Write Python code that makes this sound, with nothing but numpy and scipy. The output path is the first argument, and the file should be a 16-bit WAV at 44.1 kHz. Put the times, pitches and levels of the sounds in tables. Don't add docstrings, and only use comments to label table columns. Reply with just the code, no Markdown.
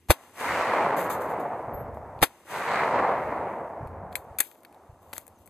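import sys
import numpy as np
from scipy import signal
from scipy.fft import rfft, irfft, next_fast_len
from scipy.io import wavfile
from scipy.ndimage import uniform_filter1d

SR = 44100
rng = np.random.default_rng(int(sys.argv[2]) if len(sys.argv) > 2 else 0)


def dump_mix(stems):
    frames = np.atleast_2d(stems).T
    limited = np.clip(frames, -1, 1)
    pcm = np.round(limited * 32767).astype(np.int16)
    wavfile.write(sys.argv[1], SR, pcm)


N = 242221
T = np.arange(N) / SR
M = next_fast_len(N)
F = np.fft.rfftfreq(M, 1 / SR)
OPPOSITE = np.array([[1], [-1]])

# t/s, level/dB
STRONG_ECHOES = [(0.6103, -13), (0.737, -15.5), (0.863, -12), (1.103, -22), (2.762, -18), (2.998, -10)]


def undb(db):
    return 10 ** (np.asarray(db) / 20)


def unit(x):
    return x / np.sqrt(np.mean(x ** 2))


def along(table, hz):
    f, value = np.transpose(table)
    return np.interp(np.log(hz + 1), np.log(f + 1), value)


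def colour(x, table, size=2048):
    log_gain = np.log(undb(along(table, np.fft.rfftfreq(size, 1 / SR))))
    cepstrum = irfft(log_gain)
    cepstrum[1:size // 2] *= 2
    cepstrum[size // 2 + 1:] = 0
    response = irfft(np.exp(rfft(cepstrum)))
    return signal.fftconvolve(x, response)[:len(x)]


def grains(rate, spread_db):
    struck = rng.random(N) < rate / SR
    sign = rng.choice([-1, 1], N)
    size = undb(spread_db * rng.exponential(size=N))
    return unit(struck * sign * size)


def walk(rate):
    k = int(SR / rate)
    steps = np.repeat(rng.standard_normal(N // k + 1), k)
    return unit(uniform_filter1d(uniform_filter1d(steps, k), k)[:N])


def add(out, s, x):
    i = int(s * SR)
    out[..., i:i + x.shape[-1]] += x[..., :N - i]


def sides(pan_db):
    return np.array([[pan_db], [-pan_db]]) / 2


def ports(x):
    # f/Hz, level/dB
    balance = [(60, 1.5), (110, 8.5), (200, 1), (380, -1), (700, 2), (1290, 2), (2380, 7.5), (4400, 1),
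               (8120, 6), (15000, 11.5)]
    # f/Hz, phase/rad
    phase_lead = [(0, -1), (2500, 0.5), (4050, 8), (5000, 4.5), (5680, 3.5), (6630, 7.5), (7240, 8),
                  (10100, 4.5), (10600, 5.5), (11300, 3.5), (12600, 12.5), (12800, 1.5), (14200, -10),
                  (16200, -7.5)]
    db, lead = along(balance, F), along(phase_lead, F)
    spectrum = rfft(x, M)
    return np.array([irfft(spectrum * undb(s * db / 2) * np.exp(1j * s * lead / 2), M)[:N] for s in (1, -1)])


def aftermath():
    # t/s, change of echo level/dB, change of hiss level/dB, stretch of the course (1 = as listed)
    shots = [(0.102, 0.62, 1.5, 1.039), (2.227, -0.8, -0.5, 0.99)]
    # t/s, echo level/dB, treble setting/dB (higher is brighter), hiss level/dB
    course = [(0.04, -42, -10.5, -52.5), (0.1, -47.5, -6.5, -56.5), (0.221, -54, -7, -61),
              (0.291, -30, -4.5, -43), (0.33, -26.5, -4, -46), (0.5, -23.5, -4.5, -53.5),
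              (0.76, -22, -13, -63), (0.95, -28.5, -15, -67), (1.3, -34, -23, -70.5), (1.75, -43, -26, -85),
              (2.101, -48, -23, -74.5), (3.3, -59, -22, -73)]
    # echo level/dB, treble setting/dB, hiss level/dB
    quiet = (-74.5, 3.5, -75)
    after, *columns = np.transpose(course)
    echo_db, presence_db, hiss_db = (np.full(N, 1. * db) for db in quiet)
    for s, strength_db, air_db, length in shots:
        on, age = T > s, (T - s) / length
        echo_db = np.where(on, np.interp(age, after, columns[0]) + strength_db, echo_db)
        presence_db = np.where(on, np.interp(age, after, columns[1]), presence_db)
        hiss_db = np.where(on, np.interp(age, after, columns[2]) + air_db, hiss_db)
    swell_db, swell_s = 1.5, 0.011
    crowd_db = sum(swell_db * np.exp(-((T - s) / swell_s) ** 2) for s, _ in STRONG_ECHOES)
    roll_db = 1.12 * walk(14)
    return echo_db + crowd_db + roll_db, presence_db, hiss_db


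def wood(echo_db, presence_db):
    # f/Hz, level/dB
    echo_colour = [(59, -39.5), (100, -16.5), (335, -10), (540, -3), (968, -1), (1500, -9.5), (2090, -10.5),
                   (3380, -31.5), (4160, -32), (5450, -41), (7930, -41), (12500, -62.5), (14500, -57)]
    # f/Hz, level/dB
    width = [(60, -23), (110, -32.5), (200, -43.5), (380, -35.5), (700, -34.5), (1290, -19), (2380, -7.5),
             (4400, 2), (8120, -4.5), (15000, 6)]
    hits = grains(2500, 1.333) * undb(echo_db)
    spread = rng.standard_normal(N) * undb(echo_db)
    scale = np.std(colour(rng.standard_normal(N), echo_colour))
    mid = rfft(colour(hits, echo_colour), M) / scale
    side = rfft(colour(spread, echo_colour), M) / scale * undb(along(width, F))
    out = 0
    for hz in 88 * 2 ** np.arange(0, 8, .5):
        band = np.clip(1 - np.abs(2 * np.log2((F + 1) / hz)), 0, 1)
        loss = np.clip(np.log2(hz / 1006.0) / 1.76, -.3, 1.3)
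        gain = undb(loss * (presence_db + 8.0) + 1.0 * walk(13))
        out = out + gain * (irfft(mid * band, M)[:N] + irfft(side * band, M)[:N] * OPPOSITE)
    return out


def hiss(db):
    # t/s, level/dB, length/s, fade/s
    rubs = [(0.964, -44, 0.048, 0.034), (1.026, -53, 0.024, .01), (1.096, -43.5, 0.032, 0.031),
            (1.202, -53.5, 0.023, .04), (1.290, -61, .03, .02), (1.396, -54, 0.011, 0.022),
            (1.937, -71, 0.033, 0.025), (4.115, -63, .03, 0.0063), (3.15, -70.5, .15, .04),
            (4.165, -62, .03, .03), (4.42, -50.5, .02, .06), (5.018, -68, 0.1, 0.039),
            (5.14, -54, .04, .03), (5.38, -70.5, .04, 0.02)]
    # f/Hz, level/dB
    cloth_colour = [(1760, -37.5), (3000, -8.5), (5540, -18), (6960, -8), (8640, -13.5), (13200, -3.5),
                    (14400, -9), (15000, -39)]
    # f/Hz, level/dB
    air_colour = [(1650, -35.5), (2800, -4), (3310, -10.5), (3530, -11), (5340, -16.5), (5770, -11),
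                  (10300, -12.5), (13700, -14), (15000, -16)]
    rub = np.zeros(N)
    t = np.arange(int(.4 * SR)) / SR
    for s, rub_db, length, fade in rubs:
        rise = 1 - np.exp(-t / .003)
        add(rub, s, undb(rub_db) * rise * np.exp(-np.clip(t - length, 0, None) / fade))
    cloth = ports(unit(colour(grains(6000, 2.8), cloth_colour))) * undb(1.9 * walk(83))
    near = ports(unit(colour(rng.standard_normal(N), air_colour)))
    far = np.array([unit(colour(rng.standard_normal(N), air_colour)) for _ in range(2)])
    return undb(db + .7 * walk(40)) * (1.31 * near + 0.39 * far) + rub * cloth


def wind(db):
    # f/Hz, level/dB
    rumble_colour = [(20, -23.5), (40, -14), (80, 7.5), (130, -4.5), (250, -5), (500, -61.5)]
    # t/s, level/dB, f/Hz
    thuds = [(1.676, -35, 122), (1.747, -32.5, 69), (1.809, -35, 121), (1.849, -44, 79), (1.93, -39, 83.4),
             (2.028, -39, 94.2), (2.159, -36, 104), (3.459, -38, 157), (3.804, -33, 104),
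             (3.824, -28.5, 113), (3.855, -32.5, 72.7), (4.029, -40, 164), (4.307, -40, 87.5),
             (4.892, -39.5, 92.6), (4.924, -43.5, 84.5)]
    eddies = unit(colour(grains(220, 1.0), rumble_colour))
    difference = .2 * unit(colour(rng.standard_normal(N), rumble_colour)) * OPPOSITE
    out = undb(db + 2.6 * walk(8.1)) * (eddies + difference)
    t = np.arange(int(.06 * SR)) / SR
    for s, thud_db, hz in thuds:
        hump = np.exp(-((t - .008) / 0.0061) ** 2)
        add(out, s, undb(thud_db) * np.sin(2 * np.pi * hz * t) * hump)
    return out


def murmur():
    # f/Hz, level/dB
    low_colour = [(120, -21.5), (220, -3), (350, 2), (480, -8), (800, -30)]
    level_db = -65.5 + 1.9 * walk(10)
    return undb(level_db) * unit(colour(rng.standard_normal(N), low_colour))


def action():
    # t/s, tick level/dB, steel body level/dB, knock level/dB, time to fall by 60 dB/s
    clicks = [(0.0858, -53, -63, -42, 0.075), (2.190, -64, -46.5, -68, 0.017),
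              (2.2098, -51, -48, -65.5, 0.016), (3.873, -52, -48, -68, 0.0088),
              (3.879, -68, -70, -58.5, 0.014), (4.127, -49, -45.5, -73, 0.017),
              (4.1545, -16.5, -23, -50, 0.014), (4.162, -34, -49, -57, 0.035),
              (4.3857, -19.5, -30.5, -50, 0.047), (4.402, -14, -22.5, -46, 0.015),
              (4.4045, -8.5, -20.5, -21, 0.018), (4.413, -34, -42, -46.5, 0.028),
              (4.514, -70, -49.5, -85, .01), (4.449, -62, -51, -80, 0.017), (4.553, -62, -57, -77, 0.016),
              (4.633, -49.5, -56, -69, 0.016), (4.649, -47, -43.5, -54.5, 0.019),
              (4.726, -54.5, -55, -79, 0.011), (4.745, -59, -61, -78.5, 0.023),
              (5.1302, -34, -32.5, -45, 0.011), (5.1334, -32, -37, -29, 0.016),
              (5.165, -43, -38.5, -58, 0.016), (5.1801, -19.5, -30, -32, 0.0076),
              (5.267, -38, -48, -48, .006), (5.279, -36.5, -51.5, -62, 0.0067),
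              (5.459, -46, -60, -66, 0.012), (5.465, -45, -70, -70, 0.011), (5.475, -43, -51.5, -66, 0.014)]
    # f/Hz, level/dB, time to fall by 60 dB/s
    modes = [(1960, -4.5, 0.029), (2500, -8.5, .035), (3400, -14, 0.025), (4220, -15.5, .05)]
    # f/Hz, level/dB
    tick_colour = [(4500, -29), (5600, -24.5), (6500, -5), (10000, 1), (12500, 5.5), (14500, -0.5), (16000, 2)]
    body_colour = [(900, -32.5), (1400, -4), (2300, -0.5), (3000, -9.5), (4400, -8), (5500, -28.5)]
    knock_colour = [(100, -19), (300, -5.5), (900, 3.5), (1500, -15.5)]
    bright = ports(unit(colour(rng.standard_normal(N), tick_colour)))
    body = ports(unit(colour(grains(2500, 2.3), body_colour)))
    knock = unit(colour(rng.standard_normal(N), knock_colour))
    t = np.arange(int(.1 * SR)) / SR
    rise = 1 - np.exp(-t / 0.00045)
    out = np.zeros((2, N))
    luck = rng.standard_normal((len(clicks), len(modes), 2))
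    for (s, tick_db, body_db, knock_db, t60), blow in zip(clicks, luck):
        i = int(s * SR)
        n = min(len(t), N - i)
        decay = np.exp(-np.log(1000) * t / t60)
        fall = rise * (0.97 * np.exp(-t / 0.00048) + decay + 0.03 * np.exp(-t / 0.026))
        ring = 0
        for (hz, mode_db, mode_t60), (a, b) in zip(modes, blow):
            tone = np.sin(2 * np.pi * hz * (1 + 0.0072 * b) * t)
            ring = ring + rise * undb(mode_db + 1.9 * a) * tone * np.exp(-np.log(1000) * t / mode_t60)
        noise = undb(tick_db) * bright[:, i:i + n] + undb(body_db) * body[:, i:i + n]
        noise = noise + undb(knock_db) * knock[i:i + n]
        share = np.clip((body_db - knock_db) / 43.5, 0, 1)
        add(out, s, fall[:n] * noise + share * undb(body_db) * ring[:n])
    return out


def blasts():
    # t/s, ring level/dB, ring f/Hz, crackle level/dB,
    # direction (only the sign counts: + push, - pull), left minus right level/dB
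    fronts = [(0.091, -24, 150, -32.5, -1, -4.5), (0.0966, -30, 496, -25, 1, -2.5),
              (.1000, -25, 898, -18, 0.87, -4), (0.1035, -1.5, 975, -14.5, 0.92, 0.5),
              (.1060, -0.5, 620, -11.5, 1, -5), (0.1087, -8, 647, -17.5, -1.1, -2),
              (.1105, -8.5, 700, -14.5, -1, -7), (.1160, -20.5, 710, -16.5, 1, -1),
              (2.2174, -21.5, 500, -22.5, 1, -5.5), (2.2239, -20.5, 600, -14.5, 1, -9.5),
              (2.2270, -6.5, 1860, -10, 1, -1.5), (2.2294, -0.5, 777, -11.5, 1, -5),
              (2.2347, -17, 300, -9, 1, -5.5), (2.2398, -30.5, 250, -21, -1, -4)]
    # t/s, level/dB, f/Hz, left minus right level/dB
    pushes = [(0.0982, -9.5, 76.4, -0.5), (2.221, -21.5, 90.2, 4)]
    # f/Hz, level/dB
    crackle_colour = [(180, -31.5), (300, -6.5), (627, -7.5), (750, -5.5), (3980, -13.5), (5260, -21),
                      (12700, -14), (14300, -17), (15000, -33.5)]
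    t = np.arange(int(.12 * SR)) / SR
    body, puff = np.zeros((2, N)), np.zeros(N)
    for s, db, hz, crackle_db, sign, pan_db in fronts:
        ring = np.sin(2 * np.pi * hz * t) * np.exp(-t / 0.0013)
        add(body, s, np.sign(sign) * undb(db + sides(pan_db)) * ring)
        burst = (1 - np.exp(-t / 0.0018)) * (np.exp(-t / 0.003) + 0.071 * np.exp(-t / 0.013))
        add(puff, s - .001, undb(crackle_db) * burst)
    for s, db, hz, pan_db in pushes:
        push = np.sin(2 * np.pi * hz * t) * np.exp(-(t / 0.012) ** 2)
        add(body, s, undb(db + sides(pan_db)) * push)
    same = unit(colour(grains(9000, 2.8), crackle_colour))
    own = unit(colour(rng.standard_normal(N), crackle_colour))
    swirl_colour = [(30, -4.5), (150, -2.5), (300, -5.5), (600, -16.0), (2000, -22.0)]  # f/Hz, level/dB
    swirl = unit(colour(rng.standard_normal(N), swirl_colour))
    return body + puff * (ports(same) + (0.22 * own + .25 * swirl) * OPPOSITE)


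def dips():
    # t/s, depth/dB
    drops = [(0.105, 11), (2.23, 12.5), (4.405, 13.5), (5.18, 2)]
    recover_s = 0.36
    return -sum(depth_db * (T > s) * np.exp(-np.abs(T - s) / recover_s) for s, depth_db in drops)


def trunks():
    t = np.arange(int(.006 * SR)) / SR
    hump = np.exp(-((t - .0008) / 0.00079) ** 2)
    out = np.zeros(N)
    for s, db in STRONG_ECHOES:
        add(out, s, -undb(db) * np.sin(2 * np.pi * 950 * t) * hump)
    return out


def peep():
    # t/s, f/Hz, level/dB
    notes = [
        [(1.735, 12250, -60), (1.743, 12160, -46.5), (1.771, 12198, -58), (1.809, 12220, -55),
         (1.885, 12200, -94)],
        [(5.352, 6860, -86), (5.360, 6700, -72), (5.374, 6250, -81), (5.380, 6140, -72), (5.390, 5800, -78.5)],
    ]
    out = 0
    for note in notes:
        s, hz, db = np.transpose(note)
        tone = np.sin(2 * np.pi * np.cumsum(np.interp(T, s, hz)) / SR)
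        level_db = np.interp(T, s, db, left=-140, right=-140)
        out = out + np.sqrt(2) * tone * undb(level_db + sides(3.4))
    return out


def scene():
    # t/s, wind level/dB
    gusts = [(0.0, -66), (0.4, -61), (0.54, -49.5), (0.7, -73), (0.96, -61), (1.2, -53), (1.45, -67),
             (1.64, -47), (1.87, -43), (2.15, -50), (2.75, -70), (2.88, -49.5), (3.05, -59), (3.28, -46.5),
             (3.63, -55.5), (4.14, -51.5), (4.5, -63), (5.49, -63)]
    echo_db, presence_db, hiss_db = aftermath()
    dip_db = dips()
    gust_db = np.interp(T, *np.transpose(gusts))
    field = wood(echo_db + dip_db, presence_db) + hiss(hiss_db + dip_db) + wind(gust_db + dip_db)
    return blasts() + field + trunks() + murmur() + action() + peep()


def record(dry):
    rounded = np.tanh(1.209 * dry) / 1.137
    fall_off = signal.ellip(8, .3, 42, 14150, fs=SR, output="sos")
    top_cut = signal.ellip(8, .2, 70, 16400, fs=SR, output="sos")
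    return signal.sosfilt(top_cut, signal.sosfilt(fall_off, rounded))


dry = scene()
out = record(dry)
dump_mix(out)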